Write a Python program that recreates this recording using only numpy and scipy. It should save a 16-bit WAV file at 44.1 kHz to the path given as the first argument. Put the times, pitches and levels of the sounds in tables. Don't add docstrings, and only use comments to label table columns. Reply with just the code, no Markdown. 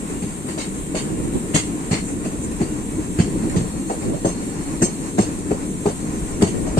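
import sys
import numpy as np
from scipy import signal
from scipy.fft import rfft, irfft, next_fast_len
from scipy.io import wavfile
from scipy.ndimage import map_coordinates

SR = 44100
rng = np.random.default_rng(int(sys.argv[2]) if len(sys.argv) > 2 else 0)


def dump_mix(stems):
    frames = np.atleast_2d(stems).T
    limited = np.clip(frames, -1, 1)
    pcm = np.round(limited * 32767).astype(np.int16)
    wavfile.write(sys.argv[1], SR, pcm)


N = 299439

# f/Hz, level/dB
CRACK = [(500, 14), (1000, 3.5), (1800, 9.5), (2700, -3), (3400, -10.5), (4500, -8.5), (8000, 1.5),
         (15000, -18)]
# f/Hz, level/dB
SPLASH = [(4500, -32), (6000, 13.5), (7000, 10.5), (8600, 18.5), (9500, 1), (11300, -26), (15000, -80)]


def joints():
    # t/s, thud/dB, knock/dB, crack/dB, clash/dB,
    # ring/dB, chatter length/s, knock/Hz, ring/Hz, left over right for thud and knock/dB
    blows = [(0.222, -25.5, -41, -41, -45, -45, 0.019, 810, 6440, 0),
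             (0.483, -27, -38, -40, -41.5, -64, 0.039, 1020, 6450, 4),
             (0.576, -28, -32, -48, -31, -38, 0.043, 593, 6700, 8.5),
             (0.946, -22, -24, -52, -30.5, -35, 0.047, 632, 6620, 0),
             (1.542, -12.5, -23.5, -30, -22, -18.5, 0.024, 440, 6610, 4),
             (1.909, -15, -28.5, -55, -26.5, -58, 0.041, 770, 6500, 0),
             (2.247, -22.5, -31, -37, -50, -38, 0.023, 636, 6430, -2),
             (2.608, -15.5, -27, -35, -41, -39, 0.029, 702, 6500, -1.5),
             (3.186, -9, -33, -30, -32, -36, 0.033, 420, 6370, -1.5),
             (3.198, -19, -32, -39, -43, -46, 0.027, 700, 6200, -1),
             (3.434, -22.5, -33, -51, -57, -59, 0.02, 444, 6400, -9),
             (3.559, -13, -37, -39, -37, -34, 0.013, 860, 6280, 0),
             (3.598, -19.5, -37, -52, -54, -50, 0.02, 550, 6430, -2),
             (3.898, -22, -21, -40, -45.5, -48, 0.03, 764, 6440, -1.5),
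             (4.132, -25, -27.5, -50, -48, -55, 0.02, 576, 6400, -8),
             (4.247, -13, -16.5, -35, -39, -26.5, 0.049, 537, 6400, -0.5),
             (4.818, -10, -20, -26, -36, -17, 0.025, 436, 6370, 0),
             (5.181, -9, -17.5, -31, -37, -27, 0.049, 726, 6330, -1.5),
             (5.507, -14, -21, -36.5, -53, -43, 0.02, 480, 6300, 0.5),
             (5.856, -15, -15, -35.5, -40.5, -35, 0.034, 415, 6250, 0),
             (6.418, -8.5, -17.5, -24, -36, -29.5, 0.031, 399, 6480, 0.5),
             (6.465, -25, -33, -41, -39.5, -33.5, 0.015, 623, 6500, -4),
             (6.667, -41, -25.5, -40, -52, -41, 0.02, 620, 6240, -2),
             (6.772, -11, -19, -30.5, -31.5, -43, 0.025, 600, 6470, -1)]
    # f/Hz, level/dB
    knock_tone = [(200, -10), (350, -0.5), (470, 4.5), (750, 0), (1100, -9.5), (1600, -18.5), (3000, -64)]
    clash_tone = [(600, 8), (1100, 7.5), (1500, 0.5), (2000, 5), (2750, -1.5), (3300, -5.5), (4500, -11),
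                  (7000, -25), (11000, -21), (15000, -25)]
    ping_tone = [(2500, -13), (3500, 4), (4400, 1.5), (5400, 3.5), (6200, 15), (8000, -37), (15000, -36)]
    # f/Hz, width/Hz, level/dB
    steel_modes = [(5170, 130, 2), (5800, 110, 7), (6370, 140, 20), (7260, 110, 6), (7600, 150, 12),
                   (8520, 150, 14.5), (9640, 110, -2), (10820, 170, 1), (12720, 150, -5), (14170, 130, -9)]
    rail_modes = [(1930, 60, -2), (2250, 45, -4), (2760, 45, 0), (3060, 40, -1), (4270, 40, 1),
                  (4640, 45, 3), (5330, 45, 0), (5870, 50, 1)]
    steel_hz = 6370
    lead_in_s = 0.0088
    low, grit, rings = np.zeros((3, 2, N))
    steel = peaks(steel_modes)
    for s, thud_db, knock_db, crack_db, clash_db, ring_db, chatter_s, knock_hz, ring_hz, pan_db in blows:
        knock = amp(-5) * burst(colour(knock_tone), rise=0.0015, hold=0.013, t60=0.1)
        knock += amp(-3) * hollow_bogie(knock_hz)
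        underframe = amp(-13.5) * burst(colour(knock_tone), rise=0.025, hold=0.049, t60=0.12)
        bright_db = 7.5 + 0.6 * (knock_db - thud_db)
        body = floor_thud(thud_db, bright_db) + amp(knock_db) * (knock + underframe)
        add(low, s, amp(np.array([[.5], [-.5]]) * pan_db) * body)
        clash = burst(metallic(clash_tone, depth_db=8.5, count=220), rise=0.0053, hold=chatter_s, t60=0.26)
        ping = burst(metallic(ping_tone, depth_db=14, count=150), rise=0.0092, hold=chatter_s, t60=0.26)
        splash = burst(metallic(SPLASH, depth_db=15, count=130), rise=0.0058, hold=0.017, t60=0.42)
        crack = burst(metallic(CRACK, depth_db=9, count=60), rise=0.0035, hold=0.008, t60=0.06)
        lead_in = burst(metallic(CRACK, depth_db=9, count=60), rise=0.008, hold=lead_in_s, t60=0.06)
        add(grit, s - lead_in_s, amp(crack_db - 6) * lead_in)
        add(grit, s, amp(crack_db) * crack + amp(clash_db) * clash)
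        ring = burst(lambda hz: steel(hz * steel_hz / ring_hz), rise=0.0057, hold=chatter_s, t60=0.18)
        rail_gain = amp(-4.5) * np.hypot(amp(clash_db), amp(crack_db - 6))
        rail = rail_gain * burst(peaks(rail_modes), rise=0.003, hold=chatter_s, t60=0.27)
        sparkle = amp(-6) * ping + amp(-2) * splash
        add(rings, s, amp(clash_db) * sparkle + rail + amp(ring_db) * ring)
    chatter = unit(amp(3 * wobble(300)))
    return low + chatter * grit + rings


def floor_thud(thud_db, bright_db, rebound_s=0.00799, rebound_db=-2, spread_s=0.00425, hits=3):
    # f/Hz, level/dB, t60/s
    floor_modes = [(105.1, -3.5, 0.19), (119, -4.5, 0.1), (167, 1.5, 0.11), (217.6, 2, 0.086),
                   (287, -8, 0.13), (340, -3.5, 0.088), (407, -4.5, 0.12)]
    t = np.arange(SR // 3) / SR
    starts = np.arange(hits) * rebound_s * (1 + 0.19 * rng.uniform(-1.4, 1, hits))
    out = np.zeros((2, len(t)))
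    for hz, db, t60 in floor_modes:
        travel_s = spread_s * np.sqrt(floor_modes[0][0] / hz)
        age = np.maximum(t - starts[:, None] - travel_s, 0)
        sizes = rng.choice([-1, 1], hits) * amp(np.arange(hits) * rebound_db)
        detuned_hz = hz * (1 + 0.049 * rng.normal())
        mode = sizes @ (amp(-60 * age / t60) * np.sin(2 * np.pi * detuned_hz * age))
        lift_db = np.interp(hz, [160, 250], [0, bright_db])
        port_scatter_db = 2 * rng.standard_normal((2, 1))
        out += amp(db + lift_db + port_scatter_db) * unit(mode)
    low_cut = signal.butter(2, 75, 'highpass', fs=SR, output='sos')
    return amp(thud_db - 10.5) * unit(signal.sosfilt(low_cut, out))


def hollow_bogie(knock_hz, rebound_s=0.0105, rebound_db=-1, rise=0.0011):
    # multiple of the knock pitch, level/dB, t60/s
    bogie_modes = [(0.999, 5, 0.055), (1.17, -3.5, 0.046), (1.63, -13, 0.043), (2.3, -23, 0.05)]
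    t = np.arange(SR // 3) / SR
    rebound_at = rebound_s * (1 + 0.21 * rng.uniform(-1.07, 1))
    age = np.maximum(t - np.array([[0], [rebound_at]]), 0)
    modes = sum(amp(db - 60 * age / t60) * np.sin(2 * np.pi * (knock_hz * ratio * age + rng.random()))
                for ratio, db, t60 in bogie_modes)
    sound = amp([0, rebound_db]) @ (modes * (1 - np.exp(-age / rise)))
    return sound / np.sqrt(np.mean(sound[:SR // 25] ** 2))


def rolling():
    # t/s, level/dB
    shake = [(0.0, -27), (0.43, -30), (1.11, -26), (1.44, -28), (2.63, -26), (3.04, -28), (3.35, -26.5),
             (3.8, -27.5), (4.78, -27), (5.11, -28.5), (5.33, -26.5), (5.84, -28.5), (6.79, -25)]
    # f/Hz, level/dB
    sway_tone = [(12, -13), (25, -1.5), (50, 1), (70, -2.5), (110, -14), (300, -75)]
    rumble_tone = [(20, -33), (55, -15), (80, -5.5), (120, -5.5), (180, 2), (250, -0.5), (310, 3),
                   (360, -6.5), (410, -6), (520, -13), (800, -29.5), (1500, -73)]
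    roar_tone = [(250, 0.5), (500, -1.5), (750, 3.5), (1050, 2), (1450, -4.5), (1900, -5), (2300, -13),
                 (2700, -11), (3100, -38), (3700, -33), (4200, -19), (5000, -18.5), (6000, -8.5),
                 (15000, -55)]
    hiss_tone = [(4000, -13), (6000, -48), (6900, -8.5), (7500, 1.5), (8600, 4.5), (9300, 2), (10200, -6),
                 (12000, -9.5), (15300, -18)]
    t = np.arange(N) / SR
    shake_db = curve(shake)
    swing_db = shake_db - shake_db.mean()
    rough_db = wobble(14)
    sway = amp(-34.5 + 2.3 * swing_db + 2.4 * wobble(6)) * rush(colour(sway_tone))
    rumble = amp(3 + shake_db + rough_db + 1.4 * wobble(35)) * rush(colour(rumble_tone))
    roar = sum(amp(2.2 * wobble(20)) * rush(metallic(roar_tone, depth_db=9, count=600))
               for wheel in ("near", "far"))
    hiss = sum(amp(1.1 * wobble(16)) * rush(metallic(hiss_tone, depth_db=5.5, count=650))
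               for wheel in ("near", "far"))
    roar_db = -37 + 0.46 * swing_db + 0.8 * rough_db
    hiss_db = -34.5 - 0.12 * t
    return sway + rumble + amp(roar_db) * unit(roar) + amp(hiss_db) * unit(hiss)


def slipstream(eddy_db=2.5, eddy_rate=27):
    # t/s, length/s, level/dB, left over right/dB
    gusts = [(1.185, 0.18, -27, -9), (1.364, 0.026, -21.5, -2), (3.565, 0.15, -27.5, -6),
             (4.103, 0.088, -23.5, -4), (6.597, 0.091, -24, 9)]
    # f/Hz, level/dB
    buffet_tone = [(20, -2), (60, 2.5), (140, 4.5), (300, 7.5), (550, -4), (900, -23), (2000, -44),
                   (5000, -80)]
    gain = sum(amp(db + np.array([[.5], [-.5]]) * pan_db) * swell(s, length)
               for s, length, db, pan_db in gusts)
    eddies = unit(filtered(rng.standard_normal((2, N)), colour(buffet_tone)))
    return amp(3 + eddy_db * wobble(eddy_rate)) * gain * eddies


def scrapes():
    # t/s, length/s, level/dB
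    touches = [(2.083, 0.077, -34), (2.443, 0.029, -32.5), (3.916, 0.11, -37.5)]
    gain = sum(amp(db) * swell(s, length) for s, length, db in touches)
    return gain * rush(metallic(SPLASH, depth_db=8, count=140))


def rattles():
    # t/s, level/dB
    ticks = [(0.100, -45), (0.743, -46), (0.863, -45.5), (2.082, -38), (2.512, -40), (2.882, -53),
             (3.000, -46), (3.495, -36), (4.022, -37), (4.424, -44), (4.606, -43), (4.719, -46)]
    out = np.zeros((2, N))
    for s, db in ticks:
        tick = burst(metallic(CRACK, depth_db=11, count=70), rise=0.001, hold=0.0049, t60=0.17)
        add(out, s, amp(db) * tick)
    return out


def wheel_song(crest_s=5.44, swell_s=2.5):
    # f/Hz, level/dB
    song_modes = [(2250, -11), (2790, -13), (7401, -6.5)]
    squeal_modes = [(4627, -15), (5450, -9.5), (5652, -7), (5852, -7), (5949, -9), (6354, 3), (6449, 3.5),
                    (6530, -7)]
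    t = np.arange(N) / SR
    song = amp(-51.5) * singing(song_modes, width_hz=21, waver_db=2.5, waver_rate=1.7)
    squeal_db = -45 + 3.5 * np.exp(-((t - crest_s) / swell_s) ** 2)
    return song + amp(squeal_db) * singing(squeal_modes, width_hz=26, waver_db=2, waver_rate=9)


def whistle(pitch_hz=4300):
    # t/s, level/dB
    fader = [(0.0, -70), (3.1, -66), (3.55, -55), (4.3, -53), (4.8, -51.5), (5.2, -53.5), (5.5, -62),
             (6.79, -62)]
    return amp(curve(fader)) * singing([(pitch_hz, 0)], width_hz=34, waver_db=3.2, waver_rate=18)


def singing(modes, width_hz, waver_db, waver_rate):
    return unit(sum(amp(db + waver_db * wobble(waver_rate)) * rush(peaks([(hz, width_hz, 0)]))
                    for hz, db in modes))


def burst(response, rise, hold, t60):
    t = np.arange(SR // 3) / SR
    shape = (1 - np.exp(-t / rise)) * amp(-60 * np.maximum(t - hold, 0) / t60)
    sound = shape * rush(response, size=len(t))
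    return sound / np.sqrt(np.mean(sound[:, :SR // 25] ** 2))


def rush(response, size=N):
    # f/Hz, correlation
    likeness = [(30, 0.54), (70, 0.55), (160, 0.72), (350, 0.9), (700, 0.39), (1500, 0.17), (5000, 0.062),
                (8000, 0.19), (14000, 0.18)]

    def mid_side(hz):
        width = np.arccos(along(likeness, hz)) / 2
        return response(hz) * np.array([np.cos(width), np.sin(width)])

    mid, side = filtered(rng.standard_normal((2, size)), mid_side)
    return unit(np.array([mid + side, mid - side]))


def metallic(points, depth_db, count):
    knots = rng.standard_normal(count)
    ripple = lambda hz: np.tanh(map_coordinates(knots, [hz * 2 * count / SR]))
    return lambda hz: amp(along(points, hz) + depth_db * np.clip(hz / 2500, 0, 1) * ripple(hz))


def peaks(modes):
    return lambda hz: sum(amp(db) * (hz * width) ** 2 / ((centre ** 2 - hz ** 2) ** 2 + (hz * width) ** 2)
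                          for centre, width, db in modes)


def colour(points):
    return lambda hz: amp(along(points, hz))


def filtered(x, response):
    n = x.shape[-1]
    padded = next_fast_len(n + SR // 4)
    return irfft(rfft(x, padded) * response(np.fft.rfftfreq(padded, 1 / SR)), padded)[..., :n]


def along(points, hz):
    f, values = np.transpose(points)
    return np.interp(np.log(hz + 1), np.log(f + 1), values)


def curve(points):
    return np.interp(np.arange(N) / SR, *np.transpose(points))


def swell(s, length):
    return np.exp(-2 * ((np.arange(N) / SR - s) / length) ** 2)


def wobble(rate):
    return map_coordinates(rng.standard_normal(int(N * rate / SR) + 4), [np.arange(N) * rate / SR])


def add(out, s, sound):
    part = out[..., round(s * SR):][..., :sound.shape[-1]]
    part += sound[..., :part.shape[-1]]


def amp(db):
    return 10 ** (np.asarray(db) / 20)


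def unit(x):
    return x / np.sqrt(np.mean(x ** 2) + 1e-20)


def scene():
    # f/Hz, lead/s
    left_lead = [(100, 0.0001), (300, 0.000064), (700, 0.00039), (5000, 0.000444)]
    lead = lambda hz: np.exp(1j * np.pi * hz * along(left_lead, hz) * np.array([[1], [-1]]))
    running_gear = rolling() + wheel_song() + whistle() + joints() + rattles() + scrapes()
    return filtered(running_gear, lead) + slipstream()


def record(dry):
    # f/Hz, level/dB
    left_port = [(150, -2), (400, -2), (1500, -1), (4000, 2), (6400, -8.5), (6950, -4), (7600, -4),
                 (8600, 1.5), (9400, -3), (11000, -6.5)]
    right_port = [(150, -3), (400, -4), (1500, -4), (4000, 2), (6400, -6.5), (7000, 6.5), (7500, 4),
                  (8600, -9.5), (9600, -11.5), (11000, -10.5)]
    ceiling, top_hz = 0.93, 15450
    coloured = filtered(dry, lambda hz: amp([along(left_port, hz), along(right_port, hz)]))
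    rounded = coloured / (1 + (coloured / ceiling) ** 6) ** (1 / 6)
    return filtered(rounded, lambda hz: hz < top_hz)


dry = scene()
out = record(dry)
dump_mix(out)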